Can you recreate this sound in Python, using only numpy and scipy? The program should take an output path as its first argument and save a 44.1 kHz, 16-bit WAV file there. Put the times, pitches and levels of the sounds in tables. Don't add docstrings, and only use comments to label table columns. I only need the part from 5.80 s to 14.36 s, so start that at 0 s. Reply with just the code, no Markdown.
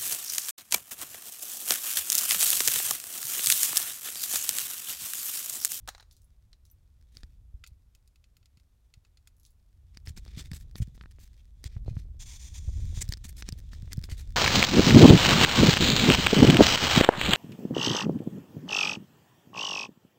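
import sys
import numpy as np
from scipy import signal
from scipy.fft import rfft, irfft, next_fast_len
from scipy.io import wavfile
from scipy.ndimage import uniform_filter1d

SR = 44100
rng = np.random.default_rng(int(sys.argv[2]) if len(sys.argv) > 2 else 0)


def pcm_store(signal):
    levels = np.round(np.clip(np.atleast_2d(signal), -1, 1) * 32767)
    wavfile.write(sys.argv[1], SR, levels.astype(np.int16).T)


N = 377496

# start_s, level_db, bass_db, treble_db
STAND_HITS = [(0.0763, -46.5, -3, 11), (0.0837, -44.5, 7, -2), (0.0882, -40.5, -7.5, 3),
              (0.1488, -54.5, -1.5, -6), (0.1801, -61.5, -2, 1), (0.1983, -58, -9, -14),
              (0.2067, -62.5, -4, 1), (0.2263, -64, -5, -2), (0.7305, -62, -16, -11)]
# start_s, level_db, bass_db, treble_db
LOCK_CLICKS = [(1.8394, -45, 8, -7), (1.8643, -52, -2, -5), (1.8734, -49, -12, 7), (2.1499, -56.5, 2, 5),
               (2.276, -60, -17, 4), (2.3583, -62.5, 4, 0), (2.4411, -60.5, 5, -6), (2.5682, -58, 9, 11),
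               (2.6287, -67.5, 7, -14), (2.6574, -58, -2, -2), (2.772, -61.5, 9, -2), (2.7983, -65.5, 6, 2),
               (3.1389, -53, 4.5, -3), (3.249, -63, 14.5, -2), (3.3725, -57.5, 1, -8),
               (3.4733, -51.5, 4.5, 6)]
# start_s, clink_level_db, ring_pitch_hz, ring_level_db
KEY_TOUCHES = [(0.3114, -58, 5770, -72), (0.325, -65, 13500, -64), (0.3667, -62.5, 14600, -70),
               (0.4185, -66.5, 8480, -76), (0.444, -71, 10100, -64), (0.8525, -62.5, 6140, -67),
               (0.9, -69, 5960, -62), (0.913, -71, 13440, -53), (3.567, -70.5, 10950, -76),
               (3.5984, -67, 11300, -65), (3.6327, -65.5, 13700, -83), (3.6514, -58, 4420, -71),
               (3.6629, -65, 10800, -60), (3.6796, -76, 6600, -76), (3.706, -70, 10700, -71)]
# start_s, level_db, bass_db, treble_db
CASE_TICKS = [(1.37, -44, -12, -5), (1.4334, -46.5, -7.5, -6.5), (4.1721, -44, -12.5, -5),
              (4.273, -41, -6, -20), (4.3754, -42, -5, -19), (4.4796, -50.5, 2, -10),
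              (4.7158, -41, -10, -1), (4.7336, -41, -9.5, -4), (4.9563, -38.5, -2, -14), (5.151, -56, 9, 2),
              (5.178, -52, 7, -33), (5.2111, -45.5, 5.5, -29), (5.237, -52, 19, 0), (5.2586, -49.5, 8, -10),
              (5.8414, -40, -6.5, 4), (7.29, -39.5, -19, 7), (7.3234, -32, -15.5, -2),
              (7.337, -34, -12.5, -12), (7.372, -50.5, -12, -5), (7.6238, -38, -10, -11),
              (7.689, -31.5, -10.5, -2), (7.724, -41, -12, 4), (7.9331, -45.5, 1.5, 3),
              (8.1314, -33, -5.5, 13), (8.1722, -50, -13, 8), (8.2396, -39.5, -12, -3)]
# start_s, length_s, level_db, treble_db
FINGER_STROKES = [(1.319, 0.1, -63, 3), (1.418, 0.16, -76, 8), (4.137, 0.028, -65, -4),
                  (4.254, 0.019, -51, 6), (4.275, 0.036, -48, 4), (4.364, 0.033, -44, 2),
                  (4.46, 0.24, -56, -7), (4.566, 0.064, -43, -3), (4.643, 0.037, -55, 1),
                  (4.73, 0.049, -46.5, 7), (4.785, 0.052, -60, 11), (4.953, 0.066, -54.5, 9),
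                  (5.013, .03, -46.5, 3), (5.144, 0.022, -58, 6), (5.216, 0.026, -62, 2),
                  (5.308, 0.0091, -58.5, 4), (5.389, 0.091, -58, 7.5), (5.532, 0.02, -63, -1),
                  (5.575, 0.038, -59, -1), (5.843, 0.036, -43.5, -5.5), (5.883, 0.1, -61, -9),
                  (6.059, 0.074, -58, -5), (6.138, 0.11, -61.5, -1.5), (7.207, 0.024, -32, 3),
                  (7.266, .026, -68, -14), (7.298, 0.05, -56, 2), (7.438, 0.033, -44, 2),
                  (7.482, 0.026, -47, 13), (7.565, .052, -48, 9), (7.655, 0.054, -54, -9),
                  (7.777, 0.024, -53, 8), (7.912, 0.06, -55.5, -7), (8.108, 0.03, -52, -5),
                  (8.234, 0.032, -49, 7), (8.297, 0.061, -45.5, 0.5), (8.37, 0.062, -49.5, 2.5)]
# start_s, level_db, pitch_hz
SOFT_BUMPS = [(1.365, -44, 87), (1.435, -39, 54.4), (1.74, -35.5, 51.3), (1.916, -41.5, 56),
              (2.772, -54, 121), (3.172, -49, 86), (4.277, -32, 67), (4.304, -33, 76), (4.573, -31.5, 139),
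              (4.715, -27.5, 122), (4.735, -32.5, 75), (5.002, -21, 94), (5.019, -20, 85),
              (5.077, -38, 131), (5.857, -30.5, 75), (5.964, -26, 79), (6.081, -27, 86),
              (6.112, -27.5, 83.5), (6.168, -24, 99), (6.877, -23, 66.4), (7.173, -27, 85),
              (7.29, -22.5, 81), (7.726, -29.5, 109), (8.028, -30.5, 98), (8.179, -21, 111),
              (8.321, -25.5, 73)]
# start_s, peak_db, edge_hz
FINGER_KNOCKS = [(4.4633, -45, 1490), (5.386, -46.5, 2170), (5.966, -42.5, 1740), (6.062, -49, 910),
                 (6.0801, -32, 705), (6.168, -38, 1820), (6.891, -44.5, 900), (7.175, -37, 2260),
                 (8.077, -44, 2200), (8.2902, -38, 1820)]
# start_s, length_s, level_db
SLIDE_PRESSURE = [(6.402, 0.85, -62), (6.399, 0.038, -48), (6.461, .11, -51), (6.598, 0.091, -52.5),
                  (6.741, 0.048, -50), (7.152, 0.046, -48)]
# time_s, level_db
MOVEMENT_LEVEL = [(0.0, -51), (0.16, -62), (1.02, -63.5), (1.64, -56), (2.17, -65.5), (2.93, -68),
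                  (3.86, -64.5), (4.43, -48), (4.89, -49.5), (5.6, -56.5), (5.87, -52.5), (6.05, -40.5),
                  (6.56, -50), (6.79, -44), (7.01, -33.5), (7.41, -47.5), (8.34, -43.5), (8.56, -41)]
# time_s, level_db
GRIP_LEVEL = [(1.1, -89), (1.35, -78.5), (1.6, -92), (4.0, -91), (4.5, -69), (4.9, -75.5), (5.7, -79),
              (6.3, -85.5), (7.2, -64.5), (7.4, -72), (8.1, -66.5), (8.56, -70.5)]

# frequency_hz, gain_db
STAND_SPECTRUM = [(200, -16), (470, -5.5), (800, 2), (1300, -0.5), (1700, -7.5), (2300, -7.5), (3000, -7.5),
                  (4200, -4), (6000, -8.5), (8500, -18.5), (11000, -21.5), (15000, -21.5)]
LOCK_SPECTRUM = [(200, -33), (700, -18), (1000, -17.5), (1400, -8.5), (1800, -9.5), (2500, -1), (3300, 1),
                 (4500, 9), (6800, -3.5), (8500, -0.5), (11000, -4.5), (15000, -8.5)]
KEY_SPECTRUM = [(200, -23), (2000, -21), (4000, -1), (5200, -2), (6500, 0), (9500, -7), (11000, -3),
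                (12300, -11), (15000, -10)]
TICK_SPECTRUM = [(200, 15.5), (600, -4.5), (1100, -5), (1700, 3), (2800, -8.5), (4000, -3.5), (5200, 0),
                 (6500, -10), (8200, -14), (10000, -16.5), (12500, -23), (15000, -15.5)]
RUB_SPECTRUM = [(200, 16.5), (600, -4), (1100, -4.5), (1800, 2), (2800, 1), (3600, 4.5), (4800, 3.5),
                (6500, 1.5), (8200, -7), (9800, -7), (11200, -6.5), (12700, -7.5), (15000, -9)]
SLIDE_SPECTRUM = [(300, -32), (950, -9), (1300, -17.5), (2200, -7), (3000, -9), (3400, 1), (4200, -6.5),
                  (5700, -1), (6000, 2.5), (7200, 1), (7900, -13.5), (8600, -8), (9900, -15), (15500, -19)]
GRIP_SPECTRUM = [(300, -21.5), (900, -11.5), (2200, -5), (2900, -4.5), (3500, 4.5), (4500, -4.5),
                 (6700, -3), (9500, -16.5), (15500, -16)]
KNOCK_SPECTRUM = [(40, -28.5), (150, -4.5), (330, 4.5), (620, 0), (900, -5), (1600, -5), (3000, 0.5)]
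RUMBLE_SPECTRUM = [(15, -11), (35, 1), (55, 3.5), (80, -0.5), (120, -11.5), (180, -23), (300, -36),
                   (600, -63), (1300, -78.5)]
YARD_SPECTRUM = [(40, -21.5), (75, -3.5), (130, -18.5), (296, -25), (650, -31.5), (1270, -35), (1830, -38),
                 (4550, -40), (13500, -42), (16000, -48)]

# pitch_hz, width_hz, gain_db
LOCK_RESONANCES = [(1343, 160, 7), (2030, 160, 5), (2550, 110, 7.5), (4280, 100, -31), (6850, 180, 11)]
CASE_RESONANCES = [(1870, 190, -7), (2330, 490, -8), (3616, 190, -16.5), (4490, 300, -12), (5180, 180, -15),
                   (6010, 87, -5), (7150, 67, 1), (8400, 420, 2.5), (11100, 100, 1)]
STAND_RESONANCES = [(1740, 370, 7), (4000, 200, 3), (5600, 200, -8), (6850, 350, 4), (8600, 450, 5.5),
                    (11100, 350, -3)]

LEAN_HZ = (1300, 4700, 12000)


def from_db(db):
    return 10 ** (np.asarray(db) / 20)


def rms_one(x):
    return x / np.sqrt(np.mean(x ** 2) + 1e-20)


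def seconds(length):
    return np.arange(int(length * SR)) / SR


def level(rows):
    times, levels_db = np.transpose(rows)
    return from_db(np.interp(np.arange(N) / SR, times, levels_db))


def add(out, start_s, sound):
    at = max(0, int(start_s * SR))
    out[at:at + len(sound)] += sound[:max(0, N - at)]


def flutter(n, knots_hz):
    knots = rng.standard_normal(2048)
    position = np.arange(n) * knots_hz / SR % 2047
    return np.interp(position, np.arange(2048), knots)


def colour(x, spectrum, bass_db=0, treble_db=0):
    n = 2 * next_fast_len(len(x) // 2 + 512)
    log_hz = np.log(np.arange(n // 2 + 1) * SR / n + 1)
    spectrum_hz, spectrum_db = np.transpose(spectrum)
    body_db = np.interp(log_hz, np.log(spectrum_hz), spectrum_db)
    lean_db = np.interp(log_hz, np.log(LEAN_HZ), [bass_db, 0, treble_db])
    cepstrum = irfft(np.log(from_db(body_db + lean_db)))
    cepstrum[1:n // 2] *= 2
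    cepstrum[n // 2 + 1:] = 0
    response = np.exp(rfft(cepstrum))
    return irfft(rfft(x, n) * response)[:len(x)]


def resonate(x, modes):
    out = x.copy()
    for pitch_hz, width_hz, gain_db in modes:
        r = np.exp(-np.pi * width_hz / SR)
        poles = [1, -2 * r * np.cos(2 * np.pi * pitch_hz / SR), r * r]
        ringing = signal.lfilter([1, 0, -1], poles, x + 1e-18)
        out += from_db(gain_db) * (1 - r * r) / 2 * ringing
    return out


def strikes(table, spectrum, crack_t60, tail_db, tail_t60, space_db, space_t60):
    out, t = np.zeros(N), seconds(.3)
    crack = from_db(-60 * t / crack_t60)
    tail = from_db(tail_db - 60 * t / tail_t60)
    scatter = from_db(space_db - 60 * t / space_t60)
    decay = crack + tail + scatter
    for start_s, level_db, bass_db, treble_db in table:
        hit = colour(rng.standard_normal(len(t)) * decay, spectrum, bass_db, treble_db)
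        attack = np.std(hit[t < .004])
        add(out, start_s, from_db(level_db) * hit / attack)
    return out


def snags(n, per_s, range_db):
    caught = rng.random(n) < per_s / SR
    size = from_db(range_db * rng.uniform(-1, 0, n))
    return caught * size * rng.choice([-1, 1], n)


def friction(n, grain_db, slip_db, slip_hz, snag_per_s, snag_db):
    grain = from_db(grain_db * rng.standard_normal(n))
    slips = rms_one(rng.standard_normal(n) * grain)
    bunching = from_db(slip_db * flutter(n, slip_hz))
    return slips * bunching + from_db(snag_db) * snags(n, snag_per_s, range_db=19.8)


def air():
    rumble = rms_one(colour(rng.standard_normal(N), RUMBLE_SPECTRUM))
    rumble /= np.sqrt(uniform_filter1d(rumble ** 2, size=5000) + 1e-6)
    yard = rms_one(colour(rng.standard_normal(N), YARD_SPECTRUM))
    return from_db(4.0) * level(MOVEMENT_LEVEL) * rumble + from_db(-73) * yard


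def movement_stutter(edge_hz=650):
    low_pass = signal.butter(2, edge_hz, fs=SR, output="sos")
    slips = signal.sosfilt(low_pass, snags(N, per_s=45, range_db=13.75) + 1e-18)
    return from_db(-30.5) * level(MOVEMENT_LEVEL) * rms_one(colour(slips, KNOCK_SPECTRUM))


def holding_hand(creak_db=1, creaks_per_s=26):
    slips = friction(N, grain_db=5.0, slip_db=4.0, slip_hz=41.9, snag_per_s=45, snag_db=29.0)
    whisper = rms_one(colour(slips, GRIP_SPECTRUM))
    creaks = colour(snags(N, creaks_per_s, range_db=16.5), TICK_SPECTRUM, bass_db=-6.5, treble_db=5)
    return level(GRIP_LEVEL) * (from_db(-1.5) * whisper + from_db(creak_db) * rms_one(creaks))


def side_stand():
    hits = strikes(STAND_HITS, STAND_SPECTRUM, crack_t60=0.013, tail_db=-7.5, tail_t60=0.047,
                   space_db=-31, space_t60=0.48)
    return from_db(4.5) * resonate(hits, STAND_RESONANCES)


def keys(ring_t60=0.051, chatter_min_s=0.005005, chatter_max_s=0.01911, chatter_db=-7, partner_db=1,
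         firm_clink_db=-62.5, thinning=2.1):
    touches, rebounds = [], []
    for start_s, clink_db, _, _ in KEY_TOUCHES:
        treble_db = thinning * (firm_clink_db - clink_db)
        touches.append((start_s, clink_db, 0, treble_db))
        rebound_s = start_s + rng.uniform(chatter_min_s, chatter_max_s)
        rebounds.append((rebound_s, clink_db + chatter_db, 0, treble_db))
    out = strikes(touches + rebounds, KEY_SPECTRUM, crack_t60=0.0038, tail_db=-29, tail_t60=0.04,
                  space_db=-18, space_t60=0.19)
    t = seconds(.3)
    pitches_hz = np.array(KEY_TOUCHES)[:, 2]
    for start_s, clink_db, pitch_hz, ring_db in KEY_TOUCHES:
        partner_hz = rng.choice(pitches_hz, size=5)[:, None] * rng.uniform(.9, 1.1, (5, 1))
        partners = np.sin(2 * np.pi * partner_hz * t).mean(axis=0)
        main_ring = from_db(ring_db) * np.sin(2 * np.pi * pitch_hz * t)
        ringing = main_ring + from_db(clink_db + partner_db) * partners
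        add(out, start_s, ringing * from_db(-60 * t / ring_t60))
    return out


def finger_rubs(start_db=-7, end_db=-12, edge_s=0.0084, bass_db=1.5, swell_share=0.49,
                squeak_hz=7700, squeak_width_hz=1100, squeak_from_db=-47.5, squeak_growth=1.28):
    out, t = np.zeros(N), seconds(.16)
    for start_s, length_s, level_db, treble_db in FINGER_STROKES:
        pressure = from_db(np.interp(t / length_s, [0, swell_share, 1], [start_db, 0, end_db]))
        contact = np.clip(np.minimum(t, length_s - t) / edge_s + .5, 0, 1)
        slips = friction(len(t), grain_db=6, slip_db=4.5, slip_hz=181.4, snag_per_s=76, snag_db=13.0)
        spot = [(pitch_hz, 220, 0) for pitch_hz in rng.uniform(2000, 15000, size=6)]
        squeak = (squeak_hz, squeak_width_hz, squeak_growth * (level_db - squeak_from_db))
        scrape = resonate(colour(slips, RUB_SPECTRUM, bass_db, treble_db), spot + [squeak])
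        add(out, start_s, from_db(level_db) * pressure * contact * rms_one(scrape))
    return out


def case_ticks(creep_db=-17, creep_s=0.0039):
    out = strikes(CASE_TICKS, TICK_SPECTRUM, crack_t60=0.0049, tail_db=-14, tail_t60=0.021,
                  space_db=-42, space_t60=0.059)
    t = seconds(.04)
    growth = np.exp((t - t[-1]) / creep_s)
    for start_s, level_db, bass_db, treble_db in CASE_TICKS:
        creep = rms_one(colour(rng.standard_normal(len(t)), TICK_SPECTRUM, bass_db, treble_db))
        add(out, start_s - t[-1], from_db(level_db + creep_db) * creep * growth)
    return from_db(-0.44) * out


def bumps(rise_cycles=0.36, sharpness=1.54):
    out, t = np.zeros(N), seconds(.1)
    for start_s, level_db, pitch_hz in SOFT_BUMPS:
        age = t * pitch_hz / rise_cycles
        swell = (age * np.exp(1 - age)) ** sharpness
        add(out, start_s, from_db(level_db + 2.0) * swell * np.sin(2 * np.pi * pitch_hz * t))
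    return out


def knocks(bump_knock_db=-26.5, bump_edge_hz=414):
    out, push = np.zeros(N), signal.unit_impulse(2048)
    soft = [(start_s, level_db + bump_knock_db, bump_edge_hz) for start_s, level_db, _ in SOFT_BUMPS]
    for start_s, peak_db, edge_hz in FINGER_KNOCKS + soft:
        low_pass = signal.butter(4, edge_hz, fs=SR, output="sos")
        knock = colour(signal.sosfilt(low_pass, push), KNOCK_SPECTRUM)
        add(out, start_s, from_db(peak_db) * knock / np.abs(knock).max())
    return out


def key_in_lock():
    clicks = strikes(LOCK_CLICKS, LOCK_SPECTRUM, crack_t60=0.012, tail_db=-2, tail_t60=0.04,
                     space_db=-29.5, space_t60=0.34)
    return from_db(-3.5) * resonate(clicks, LOCK_RESONANCES)


def long_slide(ease_s=0.015):
    pressure, t = np.zeros(N), np.arange(N) / SR
    for start_s, length_s, level_db in SLIDE_PRESSURE:
        pressure[(t >= start_s) & (t < start_s + length_s)] = from_db(level_db)
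    slips = friction(N, grain_db=2.0, slip_db=1.34, slip_hz=178, snag_per_s=50, snag_db=17)
    scrape = rms_one(colour(slips, SLIDE_SPECTRUM))
    return uniform_filter1d(pressure, int(ease_s * SR)) * scrape


def scene():
    touched = holding_hand() + finger_rubs() + case_ticks() + long_slide()
    case = from_db(-0.94) * resonate(touched, CASE_RESONANCES)
    bike = side_stand() + keys() + key_in_lock()
    contact = movement_stutter() + bumps() + knocks()
    return (air() + bike + case + contact)[None]


def record(dry):
    low_pass = signal.ellip(10, .1, 80, 15900, fs=SR, output="sos")
    return signal.sosfilt(low_pass, dry)


dry = scene()
out = record(dry)
pcm_store(out)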